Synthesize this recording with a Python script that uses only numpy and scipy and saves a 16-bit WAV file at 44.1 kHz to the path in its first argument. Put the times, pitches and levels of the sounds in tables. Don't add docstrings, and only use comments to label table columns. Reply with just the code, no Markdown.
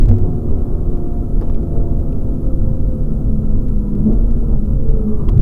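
import sys
import numpy as np
from scipy.fft import rfft, irfft, next_fast_len
from scipy.io import wavfile
from scipy.ndimage import map_coordinates

SR = 44100
rng = np.random.default_rng(int(sys.argv[2]) if len(sys.argv) > 2 else 0)


def output_pcm(signal):
    pcm = np.clip(np.atleast_2d(signal).T, -1, 1) * 32767
    wavfile.write(sys.argv[1], SR, np.round(pcm).astype(np.int16))


N = 238713

# t/s, f/Hz
SHAFT_SPEED = [(0.0, 120.3), (0.6, 118.0), (1.2, 116.4), (1.7, 113.7), (2.2, 112.9), (2.7, 111.7),
               (3.2, 108.7), (3.7, 105.3), (4.02, 99.7), (4.13, 115.0), (4.3, 111.6), (4.5, 106.9),
               (4.75, 100.7), (4.95, 96.7), (5.1, 108.3), (5.3, 119.4), (5.41, 118.9)]
# t/s, second order level/dB, third order level/dB, upper orders level/dB
ENGINE_LOAD = [(0.0, -31, -35.5, -58.5), (.25, -32.5, -34, -45), (.55, -33, -36, -49),
               (.8, -29.5, -33.5, -46), (1.15, -37.5, -33.5, -44), (1.3, -31, -44.5, -51),
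               (1.62, -41, -35.5, -49.5), (1.78, -51, -34.5, -40), (2.1, -34.5, -39, -48),
               (2.4, -36, -35.5, -51.5), (2.8, -35, -38.5, -52.5), (3.4, -30.5, -47, -49),
               (3.8, -32.5, -49, -54), (4.02, -25.5, -45, -53), (4.08, -16.5, -32, -46),
               (4.14, -21.5, -35, -39.5), (4.25, -33.5, -46, -51), (4.6, -29.5, -37, -54),
               (4.9, -36.5, -57, -49), (5.08, -23.5, -35, -54), (5.25, -45.5, -40.5, -53)]
# multiple of shaft speed, level/dB relative to the upper orders' strength
UPPER_ORDERS = [(4, 3), (5, -1), (6, -0.5), (8, -19), (10, -20.5)]
# f/Hz, level/dB
CABIN_COLOUR = [(190, -1), (215, 3), (260, -4.5), (310, -5), (350, 1.5), (390, 3.5), (430, 4), (480, -6.5),
                (522, 1), (600, -4.5), (700, 1), (1000, 2.5)]
# t/s, f/Hz
WHINE_PITCH = [(0.0, 276.4), (0.6, 273.0), (1.4, 266.5), (2.16, 262.0), (2.7, 260.3), (3.2, 253.0),
               (3.95, 242.9), (4.4, 236.1), (4.8, 225.0), (5.1, 214.9), (5.41, 197.8)]
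# t/s, whine level/dB, its octave level/dB, tyre hum level/dB, its octave level/dB
ROLLING_LEVELS = [(0, -49.5, -65.5, -44, -41), (.5, -32, -43.5, -22.5, -39.5), (1.0, -38, -58, -28, -31),
                  (1.3, -42.5, -49.5, -34, -45), (1.7, -37, -43, -24.5, -26),
                  (2.2, -32.5, -42.5, -31.5, -35.5), (2.8, -32.5, -37, -27, -29.5),
                  (3.3, -33.5, -45, -33, -29.5), (3.9, -34, -39.5, -35, -33), (4.15, -31, -51, -29, -32.5),
                  (4.45, -32.5, -38.5, -24.5, -30.5), (4.62, -31.5, -50.5, -34, -31),
                  (4.9, -31, -32, -35, -28), (5.2, -36.5, -32, -25, -43), (5.41, -25, -49, -23.5, -49)]
# t/s, level/dB
WHINE_TWO_OCTAVES_UP = [(0, -64), (.8, -57), (1.1, -72.5), (3.1, -78), (3.6, -61.5), (4.1, -59.5),
                        (4.3, -77.5), (4.9, -78), (5.1, -70), (5.41, -66)]
# t/s, f/Hz, level/dB
LATE_WHINE_PATH = [(4.6, 544.5, -68.5), (4.68, 540, -42.5), (4.8, 522, -41), (5.0, 532.5, -39.5),
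                   (5.08, 516, -70)]
# t/s, pressure buffet level/dB, body boom level/dB, drone level/dB, tyre roar level/dB
ROAD_LEVELS = [(0.0, 2.5, -15.5, -24, -36.5), (.15, -16, -22.5, -28, -35), (.35, -13.5, -21, -27.5, -38),
               (.6, -14, -26, -31.5, -34), (1.1, -15, -26.5, -29.5, -38.5),
               (1.5, -14.5, -23.5, -29.5, -35.5), (2.0, -12.5, -23, -29.5, -36.5),
               (2.4, -15, -26.5, -29, -38), (2.65, -14, -23, -28.5, -39), (3.2, -15, -23.5, -29.5, -38),
               (3.75, -13.5, -24, -30.5, -42), (4.1, -13.5, -22.5, -24, -36.5),
               (4.4, -12.5, -23, -34, -36.5), (4.75, -15, -21, -30.5, -40.5),
               (5.1, -12.5, -26.5, -30.5, -35.5), (5.41, -14.5, -13, -28.5, -37)]
# f/Hz, relative level/dB
BUFFET_COLOUR = [(1.8, -46), (3.0, 2.5), (21, 4), (38, 0.5), (60, -7), (78, -48.5), (130, -120)]
BOOM_COLOUR = [(35, -15.5), (60, 1.5), (103, 1.5), (151, -1.5), (166, -5.5), (185, -19.5), (240, -55),
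               (410, -120)]
DRONE_COLOUR = [(110, -40), (185, -5.5), (220, 1), (285, -4.5), (344, -6.5), (376, -16.5), (400, -13.5),
                (520, -37), (880, -120)]
ROAR_COLOUR = [(240, -34), (400, 3), (523, -7.5), (615, -9.5), (693, -13), (747, -15), (900, -20),
               (1170, -61.5), (1980, -120)]
RUSH_COLOUR = [(530, -41), (900, -6.5), (997, 0.5), (1060, -8), (1320, -1), (1420, -9), (1750, -21),
               (2320, -27.5), (3500, -32.5), (4550, -59), (7700, -120)]
# f/Hz, relative level/dB
HISS_COLOUR = [(1290, -32), (2200, -3), (5150, -4), (6150, -5), (6400, -3), (6880, -4), (9260, -2.5),
               (14300, -2.5), (15000, -3.5)]
# f/Hz, level/dB
WHISTLES = [(6476, -89.5), (6525, -82), (9098, -82.5)]
# t/s, step level/dB
TICK_STEPS = [(.021, -30), (0.033, -35), (0.036, -45), (0.044, -40.5), (0.056, -37.5), (0.059, -29.5),
              (0.065, -41), (0.085, -28), (.091, -23.5), (0.097, -31.5), (.166, -34), (.186, -31.5),
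              (0.235, -41.5), (.59, -37.5), (0.974, -38.5), (1.631, -36.5), (2.0, -35.5), (3.685, -32.5),
              (3.953, -35), (4.116, -37.5), (4.129, -33), (4.187, -35.5), (4.309, -33.5), (4.66, -38),
              (4.892, -28.5), (5.285, -40), (5.295, -25.5), (5.303, -37.5), (5.351, -45), (5.38, -30),
              (5.403, -28.5)]
# t/s, length/s, low part level/dB, middle part level/dB, high part level/dB
ROUGH_SWELLS = [(0.059, 0.094, -26.5, -37.5, -49.5), (0.218, 0.1, -35, -40, -49),
                (1.404, 0.049, -32, -33.5, -46), (1.683, 0.16, -47, -43, -53),
                (4.04, .11, -24, -33.5, -52.5), (4.485, 0.096, -36, -40, -45),
                (5.265, 0.068, -32, -43, -56)]
# f/Hz, width/Hz
ROUGH_RESONANCES = [(350, 170), (540, 200), (860, 260)]
# t/s, ring f/Hz, level/dB before the soft onset, time to fall 60 dB/s
LOW_THUMPS = [(0.066, 21.2, 2.5, 0.22), (0.083, 96.7, -1.5, 0.42), (.21, 93.3, -3, 0.196),
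              (.105, 234.8, -12.5, .3), (.27, 165, -12, 0.19), (4.05, 204.2, -11, 0.32),
              (4.881, 29, 1.5, 0.18), (5.277, 35.9, 1, 0.2), (5.388, 25.3, 1.5, 0.3)]
# t/s, strike level/dB, low modes level/dB, high modes level/dB, time to fall 60 dB/s
TRIM_KNOCKS = [(1.412, -46.5, 34, 14, 0.022), (1.419, -39, 22.5, -10, 0.073), (1.452, -51, 5, -6, .08),
               (1.474, -50, 5, -8, .05), (1.485, -48, 13, -10, .05), (1.497, -39.5, 19, -8, 0.054),
               (1.545, -33.5, 6, -6.5, .015), (1.902, -46, 6.5, -22, .02), (2.126, -37.5, -6, -18.5, .02),
               (5.288, -19, 6, -3, 0.01)]
# f/Hz, width/Hz, level/dB
TRIM_MODES = [
    [(1050, 370, -0.5)],
    [(2760, 1700, 0.0017)],
    [(4800, 990, -2.5), (9000, 8700, -14)],
]
# t/s, length/s, level/dB
SCRUB_SWELLS = [(5.03, .36, -51), (5.055, .04, -55), (5.105, 0.036, -52), (5.18, 0.053, -53),
                (5.265, 0.045, -50)]
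# f/Hz, width/Hz, level/dB
SCRUB_MODES = [(980, 74, 0), (1160, 140, -2)]

WHINE_TO_HUM = 3.38
RUSH_DB = -54
RUSH_FOLLOWS = 0.35
HISS_DB = -62.5
TOP_HZ = 15250


def amp(db):
    return 10 ** (np.asarray(db) / 20)


def unit(x):
    return x / np.sqrt(np.mean(x ** 2) + 1e-20)


def curves(rows):
    times, *columns = np.transpose(rows)
    return [np.interp(np.arange(N) / SR, times, column) for column in columns]


def wobble(rate):
    points = rng.standard_normal(int(N * rate / SR) + 4)
    return map_coordinates(points, [np.arange(N) * rate / SR])


def filtered(x, response):
    size = next_fast_len(N + SR // 2)
    spectrum = rfft(x, size) * response(np.fft.rfftfreq(size, 1 / SR))
    return irfft(spectrum, size)[..., :N]


def noise(colour):
    f, level_db = np.transpose(colour)

    def response(hz):
        return amp(np.interp(np.log(hz + 1), np.log(f + 1), level_db))
    return unit(filtered(rng.standard_normal(N), response))


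def band(peaks):
    def response(hz):
        return sum(amp(db) * np.exp(-2 * ((hz - centre) / width) ** 2) for centre, width, db in peaks)
    return unit(filtered(rng.standard_normal(N), response))


def swells(rows):
    t = np.arange(N) / SR
    return sum(amp(db) * np.sin(np.pi * np.clip((t - start) / length, 0, 1)) for start, length, db in rows)


def tone(hz, db, sway_db, drift):
    phase = 2 * np.pi * (np.cumsum(hz * np.ones(N)) / SR + rng.random())
    level = np.sqrt(2) * amp(db + sway_db * wobble(12))
    return level * np.sin(phase + drift * (wobble(7) + 0.74 * wobble(30)))


def cabin_tone(hz, db, sway_db, drift):
    return tone(hz, db + np.interp(hz, *np.transpose(CABIN_COLOUR)), sway_db, drift)


def engine():
    shaft_hz, = curves(SHAFT_SPEED)
    second_db, third_db, upper_db = curves(ENGINE_LOAD)
    second = cabin_tone(2 * shaft_hz, second_db, sway_db=2.5, drift=.52)
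    third = cabin_tone(3 * shaft_hz, third_db, sway_db=1.5, drift=.42)
    upper = sum(cabin_tone(k * shaft_hz, upper_db + db + 1.6 * wobble(2.97), sway_db=1.15, drift=0.49)
                for k, db in UPPER_ORDERS)
    return second + third + upper


def rolling():
    whine_hz, = curves(WHINE_PITCH)
    whine_db, whine_octave_db, hum_db, hum_octave_db = curves(ROLLING_LEVELS)
    whine_levels = [whine_db, whine_octave_db, *curves(WHINE_TWO_OCTAVES_UP)]
    whine = sum(tone(2 ** k * whine_hz, db, sway_db=1.95, drift=0.43) for k, db in enumerate(whine_levels))
    hum_hz = whine_hz / WHINE_TO_HUM
    hum = sum(tone((k + 1) * hum_hz, db, sway_db=2.6, drift=0.26)
              for k, db in enumerate([hum_db, hum_octave_db]))
    return whine + hum + tone(*curves(LATE_WHINE_PATH), sway_db=1.1, drift=0.31)


def road():
    buffet_db, boom_db, drone_db, roar_db = curves(ROAD_LEVELS)
    rush_db = RUSH_DB + RUSH_FOLLOWS * (roar_db - roar_db.mean())
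    shake = wobble(25)
    reach = 0.87
    pressure = amp(buffet_db + 2.1 * wobble(15)) * noise(BUFFET_COLOUR)
    buffet = reach * np.tanh(pressure / reach)
    boom = amp(boom_db + 0.43 * shake + 1.2 * wobble(4.9)) * noise(BOOM_COLOUR)
    drone = amp(drone_db + 0.54 * shake + 0.19 * wobble(40)) * noise(DRONE_COLOUR)
    roar = amp(roar_db + 0.65 * shake + 0.31 * wobble(60)) * noise(ROAR_COLOUR)
    rush = amp(rush_db + 1.0 * shake + 0.33 * wobble(90)) * noise(RUSH_COLOUR)
    return buffet + boom + drone + roar + rush


def ticks():
    out, t = np.zeros(N + SR), np.arange(400) / SR
    for start, db in TICK_STEPS:
        step = rng.choice([-1, 1]) * amp(db) * np.exp(-t / 0.00057)
        out[round(start * SR):][:len(t)] += step
    return out[:N]


def rough_swells():
    out = np.zeros(N)
    for k, (hz, width_hz) in enumerate(ROUGH_RESONANCES):
        rows = [(start, length, levels[k]) for start, length, *levels in ROUGH_SWELLS]
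        out += swells(rows) * band([(hz, width_hz, 0)])
    return out


def thumps():
    out, t = np.zeros(N + SR), np.arange(SR // 2) / SR
    onset = 1 - np.exp(-t / 0.0074)
    for start, hz, db, t60 in LOW_THUMPS:
        ring = amp(db - 60 * t / t60) * np.sin(2 * np.pi * hz * t)
        out[round(start * SR):][:len(t)] += onset * ring
    return out[:N]


def knocks():
    groups, t = np.zeros((3, N + SR)), np.arange(SR // 10) / SR
    for start, db, low_db, high_db, t60 in TRIM_KNOCKS:
        burst = amp(db - 60 * t / t60) * rng.standard_normal(len(t))
        first = round(start * SR)
        groups[:, first:first + len(t)] += amp([[low_db], [0], [high_db]]) * burst

    def resonance(f, centre, width):
        return 1j * f * width / (centre * centre - f * f + 1j * f * width)

    def ring(strike, modes):
        return filtered(strike, lambda f: sum(amp(db) * resonance(f, centre, width) ** 2
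                                              for centre, width, db in modes))
    return sum(ring(group[:N], modes) for group, modes in zip(groups, TRIM_MODES))


def tyre_scrub():
    return swells(SCRUB_SWELLS) * band(SCRUB_MODES) * amp(1.6 * wobble(40))


def scene():
    steady = engine() + rolling() + road()
    brief = ticks() + rough_swells() + thumps() + knocks() + tyre_scrub()
    return (steady + brief)[None]


def record(dry):
    hiss = amp(HISS_DB + 0.46 * wobble(65)) * noise(HISS_COLOUR)
    whistles = sum(tone(hz, db, sway_db=1.5, drift=.6) for hz, db in WHISTLES)
    wet = np.clip(dry + hiss + whistles, -.81, .999)
    to_end = (N - np.arange(N)) / (.008 * SR)
    fade = np.sin(np.pi / 2 * np.clip(to_end, 0, 1)) ** 2
    return filtered(wet * fade, lambda hz: hz < TOP_HZ)


dry = scene()
out = record(dry)
output_pcm(out)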